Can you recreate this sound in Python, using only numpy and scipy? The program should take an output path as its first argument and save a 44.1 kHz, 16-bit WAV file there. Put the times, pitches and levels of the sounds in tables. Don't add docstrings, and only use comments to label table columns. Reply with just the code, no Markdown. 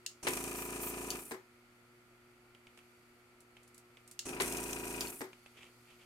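import sys
import numpy as np
from scipy import signal
from scipy.fft import rfft, irfft, next_fast_len
from scipy.io import wavfile

SR = 44100
rng = np.random.default_rng(int(sys.argv[2]) if len(sys.argv) > 2 else 0)


def wrap_up_sound(samples):
    columns = np.atleast_2d(samples).T
    tamed = np.clip(columns, -1, 1)
    steps = np.round(tamed * 32767).astype(np.int16)
    wavfile.write(sys.argv[1], SR, steps)


N = 267157
T = np.arange(N) / SR

# (motor on [s], valve opens [s], motor off [s], a moment when the diaphragm
# bottoms out [s], full speed [strokes/s], level [dB])
PUMP_RUNS = [(.227, .2688, 1.154, .7606, 28.2, 0), (4.252, 4.4003, 5.0515, 4.7626, 27.97, .8)]
# (multiple of the full stroke rate, level [dB])
HOUSING_ORDERS = [(1, -28), (2, -7), (3, -28), (4, -14), (5, -13), (6, -10), (7, -13), (8, -9), (9, -4),
                  (10, -4), (11, -13), (12, -4), (13, 0), (14, -9), (15, -2), (16, -12), (17, -19),
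                  (18, -11), (19, -20), (20, -15), (21, -18), (22, -15), (23, -15), (24, -15), (25, -20),
                  (26, -14), (27, -15), (28, -14), (29, -22), (30, -31), (31, -21), (32, -16), (33, -22),
                  (34, -10), (35, -7), (36, -21), (37, -16), (38, -15), (39, -20), (40, -23)]
# (share of the turn, level [dB])
CRANK_CONTACTS = [(0.094, 8), (0.173, -5.5), (0.385, -3), (0.493, 0.5), (0.584, -15), (0.723, -5),
                  (.975, 4)]
# (frequency [Hz], level [dB])
RATTLE_COLOUR = [(850, -23.5), (1130, 5), (1400, 7), (1750, 0.5), (2150, 1), (2480, 11), (2800, 0.5),
                 (3250, -10), (3600, -10.5), (5000, -8.5), (8000, -53)]
# (frequency [Hz], level [dB])
CHURN_COLOUR = [(60, -36), (170, 2), (250, 12), (360, -4), (540, -26), (700, 15), (840, 3), (980, 15),
                (1200, -41), (2400, -17), (3300, -73)]
# (frequency [Hz], level [dB])
AIR_BANDS = [
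    [(2700, 1), (3600, -5.5), (5200, -1), (5950, 6.5), (6900, 5), (7700, -20)],
    [(6300, -12), (7200, 5.5), (8300, 8.5), (9400, 8), (11200, 0.5), (12300, -19)],
    [(10400, -19.5), (11700, 2), (13300, -1.5), (14600, -5), (15600, -9), (16500, -30)],
]
# (frequency [Hz], width [Hz], level [dB])
TUBE_PEAKS = [(5770, 110, 5), (7280, 90, 0.5), (8800, 96, 3.5), (9350, 160, 3), (10300, 270, 3.5),
              (13500, 280, 5.5)]
# (steady suction [dB], gasp at motor start [dB],
# gush as the valve opens [dB], fall while coasting [dB/s])
AIR_FLOWS = [(-55.5, -48.5, -52, 109), (-51.5, -49.5, -47, 54), (-58, -71, -53.5, 2)]
STROKE_PUFFS = [(.07, 0.64), (.58, 0.68)]
# (time [s], length [s], level [dB])
SOLDER_SLURPS = [(0.556, 0.125, -49.5), (0.802, 0.12, -43)]
# (frequency [Hz], level [dB])
SLURP_COLOUR = [(5000, -18), (8000, -2.5), (10000, -1), (12000, -5), (13800, 4), (15000, -3), (16000, -12)]
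# (time after the first hit [s], level [dB])
OPENING_BOUNCES = [(0, -28), (.0048, -34.5), (.015, -46), (.035, -43)]
# (time after the first hit [s], level [dB])
SHUTTING_BOUNCES = [(0, -38.5), (.007, -36), (0.034, -45.5)]
# (frequency [Hz], level [dB])
OPENING_COLOUR = [(90, -32), (180, -40), (280, 23), (440, 20), (620, 12.5), (1020, 18), (1250, 11.5),
                  (1500, 14.5), (2100, 18.5), (3300, 9), (4500, 7), (7000, -6), (9500, 1.5), (16000, -38)]
# (frequency [Hz], level [dB])
SHUTTING_COLOUR = [(50, -42), (130, -24), (220, -5), (420, 0), (580, -5), (850, -3), (1400, -8), (2050, -6),
                   (2700, -20), (5500, -21), (10000, -26), (16000, -38)]
# (frequency [Hz], level [dB], time to fall 60 dB [s])
STATION_CASE_MODES = [(246, -11, .1), (377, -6, .2), (456, -9, .08), (1018, -16, .07)]
# (time [s], level [dB])
TRIGGER_PRESSES = [(.063, -29.5), (4.1917, -30)]
# (time [s], level [dB], ping of its spring [Hz])
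TRIGGER_RELEASES = [(1.104, -30, 4516), (5.008, -30, 4950), (5.071, -41, 4390)]
# (frequency [Hz], level [dB])
PRESS_COLOUR = [(590, -56), (1000, -18), (1200, -55), (1670, -10), (2470, -21.5), (2740, 2.5), (3340, -6.5),
                (4360, 1.5), (5630, 0.5), (6180, -4), (6550, 4.5), (7350, 1), (13800, -19), (15100, -16),
                (16000, -19)]
# (frequency [Hz], level [dB])
RELEASE_COLOUR = [(2000, -21), (2800, 8), (3600, 6), (4150, 0), (4600, 12.5), (5150, 5), (7000, 10),
                  (8000, 1), (10500, 8), (13000, 0.5), (16000, -4)]
# (time [s], level [dB])
SOLDER_SPITS = [(.2843, -31.5), (.296, -47), (.335, -33.5), (.4395, -37), (4.2908, -40.5), (4.42, -31.5),
                (4.4784, -39), (4.524, -35), (4.5702, -35), (4.7308, -33)]
# (frequency [Hz], level [dB])
SPIT_COLOUR = [(1200, -35), (2600, 3), (4500, -1.5), (7000, 7), (10000, 5), (14000, -3), (16000, -26)]
# (time [s], level [dB])
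BOARD_TAPS = [(2.549, -55.5), (2.669, -51), (2.775, -52.5), (2.789, -55), (3.568, -50.5), (3.971, -52),
              (5.331, -49.5), (5.461, -49)]
# (frequency [Hz], level [dB])
BOARD_COLOUR = [(700, -6), (1600, -10), (2350, 1), (2750, -1), (3250, -3.5), (4300, -18), (7000, -18.5),
                (10000, -21), (16000, -57)]
# (time [s], level [dB])
PIN_TICKS = [(2.775, -60.5), (3.4045, -58), (3.632, -61), (3.6764, -59.5), (3.7447, -55.5), (3.779, -52.5),
             (4.077, -53), (4.1125, -48)]
# (frequency [Hz], level [dB])
PIN_COLOUR = [(1500, -13), (3000, -7), (5500, -2.5), (8400, 4), (10000, -1), (11100, 2.5), (12500, -7),
              (16000, -16)]
# (time [s], length [s], level [dB])
BOARD_SLIDES = [(5.53, 0.18, -57), (5.844, 0.14, -60.5), (5.982, 0.074, -51.5)]
# (frequency [Hz], level [dB])
HUM_TONES = [(120, -75), (240, -72.5), (360, -70), (480, -86), (720, -87), (1215, -83), (1323, -79.5),
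             (1393, -81), (1449, -85)]
# (frequency [Hz], level [dB])
ROOM_COLOUR = [(15, -35), (25, -10), (69, -9.5), (118, -11), (184, -14.5), (237, -9), (300, -11),
               (355, -10.5), (412, -13.5), (478, -12), (1100, -14.5), (1350, -14), (1610, -16.5),
               (2250, -12.5), (4000, -30.5), (5200, -64), (8800, -120)]
# (time [s], level [dB])
HISS_LEVEL = [(0, -73), (2.6, -75), (2.85, -72.5), (3.4, -75), (5.4, -70)]
# (frequency [Hz], level [dB])
HISS_COLOUR = [(2060, -20), (3500, -0.5), (3730, -4.5), (4600, 4), (5090, -2.5), (6200, -3), (7850, -2),
               (9990, -1.5), (11000, -5), (12800, -3), (16000, -18)]
# (frequency [Hz], side level against mid [dB])
ROOM_SPREAD = [(60, -18), (110, -2), (200, -11), (380, -2), (700, -9), (1290, 1), (2380, 0.5), (4400, -0.5),
               (8120, -1), (15000, -20.5)]
# (frequency [Hz], side level against mid [dB])
STATION_SPREAD = [(100, -40), (400, -11), (900, -11), (2500, -4.5), (12000, 3)]
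# (frequency [Hz], side level against mid [dB])
GUN_SPREAD = [(1000, -20), (3000, -3.5), (6000, -1.5), (10000, -13.5), (15000, -13)]

STATION_LEAD = 9
START_SPEED, SPIN_UP_S = 19, .06
COAST_S, COAST_LOSS = .156, 8
ATTACK_S = 0.0059
THUMP_DB, CHURN_DB = -45.5, -57
EFFORT_DB_PER_SPEED = 0.05
COAST_DB_PER_S = 116
SURGE_DB, SURGE_S = 4, 0.12
GASP_S, GUSH_S = 0.039, 0.12
LEAK_DB = -9.5
SHUT_DB_PER_S = 270
SLURP_EDGE_S, SLIDE_EDGE_S = .018, 0.073
BLEED_HZ, BLEED_SAG_HZ_PER_S, BLEED_DB = 13200, 27000, -54
BLEED_S, BLEED_EDGE_S = 0.212, 0.048
CASE_BUILD_S = 0.0058
ROOM_DB = -67
CUTOFF_HZ = 15900


def pump(on_s, open_s, off_s, full_stroke_s, full_speed, run_db,
         body_db=0.27, linkage_db=-50.0, uneven_db=0.6, size=65536):
    speed = motor_speed(on_s, off_s, full_speed)
    turns = np.cumsum(speed) / SR
    turns -= np.interp(full_stroke_s, T, turns)
    start = round(on_s * SR)
    on = slice(start, start + size)

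    body = from_db(CHURN_DB) * noise(CHURN_COLOUR, STATION_SPREAD, lead=STATION_LEAD)
    body[:, on] += from_db(THUMP_DB) * thump(turns[on], speed[on])
    body[:, on] += from_db(linkage_db) * pan(rattle(turns[on]), left_db=2.5)

    surge_db = SURGE_DB * rise(open_s, ATTACK_S) * np.exp(-since(open_s) / SURGE_S)
    effort_db = body_db + surge_db + uneven_db * drift(25)
    effort_db = effort_db + EFFORT_DB_PER_SPEED * (speed - full_speed) - COAST_DB_PER_S * since(off_s)
    flow = air(on_s, open_s, off_s, turns)
    return from_db(run_db) * rise(on_s, ATTACK_S) * (from_db(effort_db) * body + flow)


def motor_speed(on_s, off_s, full_speed):
    missing = (full_speed - START_SPEED) * np.exp(-since(on_s) / SPIN_UP_S)
    coasted = np.minimum(since(off_s) / COAST_S, 1) ** 1.6
    return full_speed - missing - COAST_LOSS * coasted


def thump(turns, speed, scatter=0.6, smear=0.11, slack=4.4):
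    out = np.zeros((2, len(turns)))
    share = speed / speed.max()
    orders, housing_db = np.transpose(HOUSING_ORDERS)
    for order, chance in zip(np.round(orders), rng.standard_normal(len(orders))):
        spread = scatter + smear * max(order - 15, 0) + slack * (1 - share)
        phase = 2 * np.pi * order * turns + chance * spread
        gain = from_db(np.interp(order * share, orders, housing_db))
        if order == 2:
            gain = gain * share ** 2
        lead = 2 * np.pi * order * speed * STATION_LEAD / SR
        out += gain * np.cos([phase + lead, phase])
    return out / np.sqrt(np.sum(from_db(housing_db) ** 2) / 2)


def rattle(turns, ring_t60=0.084, loose=0.31, size=4096):
    out, length, envelope = 0, len(turns), dying(ring_t60, size)
    for share, db in CRANK_CONTACTS:
        passed = np.floor(turns - share)
        hits = np.diff(passed, prepend=passed[0])
        hits = hits * from_db(db + rng.uniform(-3, 3, length))
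        contact_ring = noise(RATTLE_COLOUR, STATION_SPREAD, size, STATION_LEAD) * envelope
        rasp_envelope = signal.fftconvolve(hits, envelope)[:length]
        rasp = noise(RATTLE_COLOUR, STATION_SPREAD, length, STATION_LEAD) * rasp_envelope
        out = out + signal.fftconvolve(hits[None], contact_ring, axes=1)[:, :length] + loose * rasp
    return rms_one(out)


def air(on_s, open_s, off_s, turns, puff_db=2.0, sputter_db=2.5):
    puff = sum(strength * np.exp(5 * (np.cos(2 * np.pi * (turns - share)) - 1))
               for share, strength in STROKE_PUFFS)
    flutter = from_db(puff_db * (puff - puff.mean()) + sputter_db * drift(84))
    out, opened = 0, rise(open_s, ATTACK_S)
    for colour, (steady_db, gasp_db, gush_db, fall_db_per_s) in zip(AIR_BANDS, AIR_FLOWS):
        gasp = from_db(gasp_db) * np.exp(-since(on_s) / GASP_S)
        gush = from_db(gush_db) * np.exp(-since(open_s) / GUSH_S)
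        shut_flow = from_db(steady_db + LEAK_DB) + gasp
        open_flow = from_db(steady_db) + gush
        release = from_db(-fall_db_per_s * since(off_s) - SHUT_DB_PER_S * since(off_s + COAST_S))
        flow = ((1 - opened) * shut_flow + opened * open_flow) * release
        out = out + flow * noise(colour, GUN_SPREAD, peaks=TUBE_PEAKS)
    return flutter * out


def slurps(sputter_db=0.5):
    flow = sum(from_db(db) * swell(s, length, SLURP_EDGE_S) for s, length, db in SOLDER_SLURPS)
    return flow * from_db(sputter_db * drift(100)) * noise(SLURP_COLOUR, GUN_SPREAD, peaks=TUBE_PEAKS)


def bleed(off_s):
    # (distance from the centre [Hz], level [dB])
    band = [(50, 0), (550, -1), (1100, -10), (2200, -30), (8000, -60)]
    centre_hz = BLEED_HZ - BLEED_SAG_HZ_PER_S * since(off_s)
    phase = 2 * np.pi * np.cumsum(centre_hz) / SR
    envelope = from_db(BLEED_DB) * swell(off_s, BLEED_S, BLEED_EDGE_S)
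    return envelope * np.cos(phase) * noise(band, GUN_SPREAD)


def valve(opening_db=-2.0, shutting_db=4.0):
    openings = [(open_s + delay, db) for _, open_s, *_ in PUMP_RUNS for delay, db in OPENING_BOUNCES]
    shuttings = [(off_s + COAST_S + delay, db) for _, _, off_s, *_ in PUMP_RUNS
                 for delay, db in SHUTTING_BOUNCES]
    out = blows(openings, OPENING_COLOUR, STATION_SPREAD, t60=.11, tail_db=-13, tail_t60=.4,
                lead=STATION_LEAD)
    out += blows(shuttings, SHUTTING_COLOUR, STATION_SPREAD, t60=0.055, tail_db=-9.5, tail_t60=.26,
                 lead=STATION_LEAD)
    case = ring(STATION_CASE_MODES)
    case = case * rise(0, CASE_BUILD_S)[:len(case)]
    for events, ring_db in (openings, opening_db), (shuttings, shutting_db):
        for s, db in events:
            add(out, s, from_db(db + ring_db) * case)
    return pan(out, left_db=2.5)


def gun(spring_db=-3.0, spring_t60=0.046):
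    out = blows(TRIGGER_PRESSES, PRESS_COLOUR, GUN_SPREAD, t60=0.027, tail_db=-14.0, tail_t60=0.21)
    out += blows(TRIGGER_RELEASES, RELEASE_COLOUR, GUN_SPREAD, t60=0.026, tail_db=-8, tail_t60=0.16)
    for s, db, hz in TRIGGER_RELEASES:
        add(out, s, from_db(db) * ring([(hz, spring_db, spring_t60)]))
    return out + blows(SOLDER_SPITS, SPIT_COLOUR, GUN_SPREAD, t60=0.031, tail_db=-24, tail_t60=0.064)


def board(grain_db=2.5):
    taps = blows(BOARD_TAPS, BOARD_COLOUR, GUN_SPREAD, t60=0.03, tail_db=-14.5, tail_t60=0.31)
    ticks = blows(PIN_TICKS, PIN_COLOUR, GUN_SPREAD, t60=0.03, tail_db=-4.5, tail_t60=0.12)
    push = sum(from_db(db) * swell(s, length, SLIDE_EDGE_S) for s, length, db in BOARD_SLIDES)
    grain = rms_one(from_db(grain_db * drift(150)))
    slide = push * noise(BOARD_COLOUR, GUN_SPREAD) * grain
    return pan(taps + ticks + slide, left_db=-1.5)


def bench(waver_rad=0.36, flutter_db=1.74):
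    hum = 0
    for hz, db in HUM_TONES:
        waver = waver_rad * hz / 360 * drift(1)
        hum = hum + from_db(db + flutter_db * drift(9.6)) * np.sin(2 * np.pi * hz * T + waver)
    room = from_db(ROOM_DB) * noise(ROOM_COLOUR, ROOM_SPREAD)
    hiss = level(HISS_LEVEL) * noise(HISS_COLOUR, ROOM_SPREAD)
    return np.sqrt(2) * hum + room + hiss


def blows(events, spectrum, width, t60, tail_db, tail_t60, lead=0, size=16384):
    out = np.zeros((2, N))
    for s, db, *_ in events:
        direct = noise(spectrum, width, size, lead) * dying(t60, size)
        tail = noise(spectrum, ROOM_SPREAD, size) * dying(tail_t60, size) * (1 - dying(t60, size))
        add(out, s, from_db(db) * (direct + from_db(tail_db) * tail))
    return out


def ring(modes, size=16384):
    return sum(from_db(db) * np.sin(2 * np.pi * hz * T[:size]) * dying(t60, size) for hz, db, t60 in modes)


def noise(spectrum, width, size=N, lead=0, peaks=()):
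    padded = next_fast_len(size)
    hz = np.arange(padded // 2 + 1) * SR / padded
    colour_db = at_hz(spectrum, hz) + sum(db / (1 + (2 * (hz - f) / w) ** 2) for f, w, db in peaks)
    mid, side = rfft(rng.standard_normal((2, padded))) * from_db(colour_db)
    side = side * from_db(at_hz(width, hz))
    left = (mid + side) * np.exp(2j * np.pi * hz * lead / SR)
    return rms_one(irfft(np.array([left, mid - side]), padded)[:, :size])


def drift(rate):
    r = np.exp(-80 * np.pi * rate / SR)
    slow = signal.lfilter([1], [1, -2 * r, r * r], rng.standard_normal(N // 40 + 2002))[2000:]
    return np.interp(np.arange(N) / 40, np.arange(len(slow)), rms_one(slow))


def from_db(db):
    return 10 ** (np.asarray(db) / 20)


def rms_one(x):
    return x / np.sqrt(np.mean(x ** 2) + 1e-20)


def at_hz(points, hz):
    points = np.array(points)
    return np.interp(np.log(np.maximum(hz, 1)), np.log(points[:, 0]), points[:, 1])


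def level(rows):
    return from_db(np.interp(T, *np.transpose(rows)))


def pan(x, left_db):
    return x * from_db([[left_db / 2], [-left_db / 2]])


def dying(t60, size):
    return np.exp(-np.log(1000) * T[:size] / t60)


def since(s):
    return np.maximum(T - s, 0)


def rise(s, attack_s):
    return np.minimum(since(s) / attack_s, 1)


def swell(s, length, edge_s):
    return rise(s, edge_s) * (1 - rise(s + length - edge_s, edge_s))


def add(out, s, sound):
    start = round(s * SR)
    out[:, start:start + sound.shape[-1]] += sound[..., :N - start]


def scene():
    runs = sum(pump(*run) for run in PUMP_RUNS)
    bleeds = sum(bleed(off_s) for _, _, off_s, *_ in PUMP_RUNS)
    return runs + bleeds + slurps() + valve() + gun() + board() + bench()


def record(dry):
    lowpass = signal.ellip(10, .2, 80, CUTOFF_HZ, fs=SR, output="sos")
    return signal.sosfilt(lowpass, dry)


dry = scene()
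out = record(dry)
wrap_up_sound(out)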